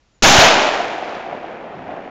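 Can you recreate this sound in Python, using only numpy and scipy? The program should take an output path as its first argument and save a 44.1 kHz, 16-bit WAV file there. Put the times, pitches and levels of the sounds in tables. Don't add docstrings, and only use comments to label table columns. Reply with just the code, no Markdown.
import sys
import numpy as np
from scipy import signal
from scipy.io import wavfile

SR = 44100
rng = np.random.default_rng(int(sys.argv[2]) if len(sys.argv) > 2 else 0)


def output_pcm(signal):
    pcm = np.clip(np.atleast_2d(signal).T, -1, 1) * 32767
    wavfile.write(sys.argv[1], SR, np.round(pcm).astype(np.int16))


def natural_amplitude(level_db):
    exponent = np.asarray(level_db, float) / 20
    return 10 ** exponent


N = 92610
T = np.arange(N) / SR
SHOT_S, RISE_S = 0.2222, 0.003
BAND_HZ = 7020


def read(points, hz):
    f, db = np.transpose(points)
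    return np.interp(np.log(np.minimum(hz, BAND_HZ) + 1), np.log(f + 1), db)


def evened(x):
    return x / np.sqrt(np.mean(x ** 2) + 1e-20)


def coloured(x, shape_db):
    hz, t, spectra = signal.stft(x, SR, nperseg=1024, noverlap=896)
    gain = natural_amplitude(shape_db(hz[:, None], t[None]))
    gain = gain / np.sqrt((gain ** 2).mean(0))
    return signal.istft(spectra * gain, SR, nperseg=1024, noverlap=896)[1][:N]


def onset():
    return np.clip((T - SHOT_S) / RISE_S, 0, 1)


# (f/Hz, relative density level/dB)
AIR_SPECTRUM = [(18, -48.5), (30, 9), (234, -8), (544, -11), (582, -8.5), (653, -11.5), (3960, -19),
                (6390, -22), (7000, -22), (9100, -60.5), (15400, -120)]
# (t/s, f/Hz, peak level/dB)
BIRD_GLIDE = [(.105, 7400, -87), (.125, 7150, -74), (.16, 6900, -68), (.2, 7060, -78)]


def woods():
    air_db = -59
    air = coloured(rng.standard_normal(N), lambda hz, t: read(AIR_SPECTRUM, hz))
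    s, hz, db = np.transpose(BIRD_GLIDE)
    phase = 2 * np.pi * np.cumsum(np.interp(T, s, hz)) / SR
    note = np.sin(phase) * natural_amplitude(np.interp(T, s, db, -200, -200))
    return natural_amplitude(air_db) * air + note


def blast():
    blast_db, blast_s = -12, 0.0008
    push_db, push_s = -4.5, 0.0071
    swing_db, swing_rise_s, creep_s = -4.5, 0.027, 0.1
    t = np.maximum(T - SHOT_S, 0)
    u = t / blast_s
    wave = -2 * natural_amplitude(blast_db) * np.e * u * (1 - u / 2) * np.exp(-u)
    push = -natural_amplitude(push_db) * (np.e * t / push_s / 2) ** 2 * np.exp(-t / push_s)
    swing = natural_amplitude(swing_db) * (1 - np.exp(-t / swing_rise_s)) * np.exp(-t / creep_s)
    return (T > SHOT_S) * (wave + push + swing)


# (t/s, rms level/dB, share of far colour 0-1)
SCATTER_DECAY = [(.222, -23, 0.2), (0.248, 8.5, 0.05), (.3, -2, 0.04), (.36, -2.5, 0.16), (.42, 4, 0),
                 (0.469, -2, 0), (0.519, -9, 0.16), (.65, -14, 0.29), (.8, -20.5, 0.41), (.9, -24, 0.48),
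                 (1.02, -27, 0.57), (1.149, -27.5, 0.63), (1.24, -30, .7), (1.33, -28.5, 0.86),
                 (1.42, -31.5, 0.82), (1.52, -31.5, 0.87), (1.66, -33, 1), (1.76, -33, 0.92),
                 (1.85, -34, 0.92), (1.91, -30, 0.97), (2.1, -33.5, 1)]
# (f/Hz, relative density level/dB)
NEAR_SPECTRUM = [(30, -27.5), (65, -27), (178, -25.5), (337, -9), (532, -8.5), (620, -2.5), (820, -2),
                 (1050, -7.5), (1500, -6.5), (2000, -9), (2800, -8.5), (4200, -12), (7000, -18.5)]
# (f/Hz, relative density level/dB)
FAR_SPECTRUM = [(30, -26), (86, -23), (129, -16.5), (174, -9.5), (300, -5.5), (474, -5), (668, -0.5),
                (820, -5), (1030, -11.5), (1630, -15), (2400, -19.5), (3200, -28.5), (4200, -38),
                (7000, -51.5)]


def scatter():
    trunks_per_s, trunk_spread_db = 6000, 2.5
    s, db, far = np.transpose(SCATTER_DECAY)
    clicks = rng.choice([-1., 1.], N) * (rng.random(N) < trunks_per_s / SR)
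    clicks = clicks * natural_amplitude(trunk_spread_db * np.minimum(rng.exponential(1, N), 4))

    def path_colour(hz, t):
        near_db = read(NEAR_SPECTRUM, hz)
        return near_db + np.interp(t, s, far) * (read(FAR_SPECTRUM, hz) - near_db)

    rumble = coloured(evened(clicks), path_colour)
    return rumble * natural_amplitude(np.interp(T, s, db)) * onset()


# (t/s, rms level/dB)
BRUSH_DECAY = [(.222, -6), (.235, 0), (.3, -1.5), (.36, -7.5), (.42, -6), (.5, -19), (.7, -44.5),
               (0.999, -80), (1.4, -95)]
# (f/Hz, relative density level/dB)
LEAF_SPECTRUM = [(300, -32.5), (1000, -9.5), (1500, 0.5), (2000, -5), (2800, -0.5), (4500, -2.5), (6400, 1),
                 (7100, -3.5)]


def brush():
    s, db = np.transpose(BRUSH_DECAY)
    hiss = coloured(rng.standard_normal(N), lambda hz, t: read(LEAF_SPECTRUM, hz))
    return hiss * natural_amplitude(np.interp(T, s, db, right=-200)) * onset()


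# (centre t/s, rms level at centre/dB, Gaussian width/s)
ROLL_SWELLS = [(0.251, -9, 0.022), (.31, -14, 0.056), (0.459, -24.5, 0.024), (.56, -28, 0.036),
               (1.332, -43, 0.035), (1.799, -37.5, 0.047), (1.919, -40.5, .04)]
# (f/Hz, relative density level/dB)
ROLL_SPECTRUM = [(30, -14), (70, -8.5), (130, 5), (300, 6.5), (450, -10), (900, -55.5)]


def rolls():
    noise = coloured(rng.standard_normal(N), lambda hz, t: read(ROLL_SPECTRUM, hz))
    swells = sum(natural_amplitude(db) * np.exp(-.5 * ((T - s) / width) ** 2) for s, db, width in ROLL_SWELLS)
    return noise * (T > SHOT_S) * swells


# (start t/s, envelope peak level/dB)
STAND_ECHOES = [(.579, -5), (.805, -9), (.981, -18), (1.025, -15), (1.264, -21), (1.285, -21), (1.327, -19),
                (1.442, -21), (1.51, -25), (1.567, -25), (1.642, -23), (1.89, -18), (1.92, -22),
                (1.971, -24), (2.076, -24)]


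def echoes():
    thump_s, thump_db, thump_hz, thump_width_s = 0.3878, 3.5, 116.3, 0.0022
    echo_hz, echo_s = 720, 0.0018
    u = T - thump_s
    punch = natural_amplitude(thump_db) * np.exp(-.5 * (u / thump_width_s) ** 2) * np.cos(2 * np.pi * thump_hz * u)
    blips = np.zeros(N)
    for s, db in STAND_ECHOES:
        u = np.maximum(T - s, 0) / echo_s
        envelope = np.e * u * np.exp(-u)
        blips += natural_amplitude(db) * envelope * np.sin(2 * np.pi * echo_hz * echo_s * u)
    return punch + blips


# (t/s, peak level/dB)
TAIL_TICKS = [(1.0221, -31), (1.0934, -28), (1.1513, -28), (1.6616, -45), (1.7534, -43)]


def ticks():
    tick_hz, width_s = 4200, 0.00015
    snaps = np.zeros(N)
    for s, db in TAIL_TICKS:
        u = T - s - .001
        snaps += natural_amplitude(db) * np.exp(-.5 * (u / width_s) ** 2) * np.cos(2 * np.pi * tick_hz * u)
    return snaps


def scene():
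    return (woods() + blast() + scatter() + brush() + rolls() + echoes() + ticks())[None]


def band_limit(x):
    return signal.sosfilt(signal.butter(12, 15840, fs=SR, output="sos"), x)


def record(dry):
    input_limit, final_limit, fade_s = 0.68, 0.715, 0.003
    x = np.clip(dry, -input_limit, input_limit)
    x = signal.sosfilt(signal.cheby1(7, .5, BAND_HZ, fs=SR, output="sos"), x)
    x = x * np.minimum(np.arange(N)[::-1] / (fade_s * SR), 1)
    return band_limit(np.clip(x, -final_limit, final_limit))


dry = scene()
out = record(dry)
output_pcm(out)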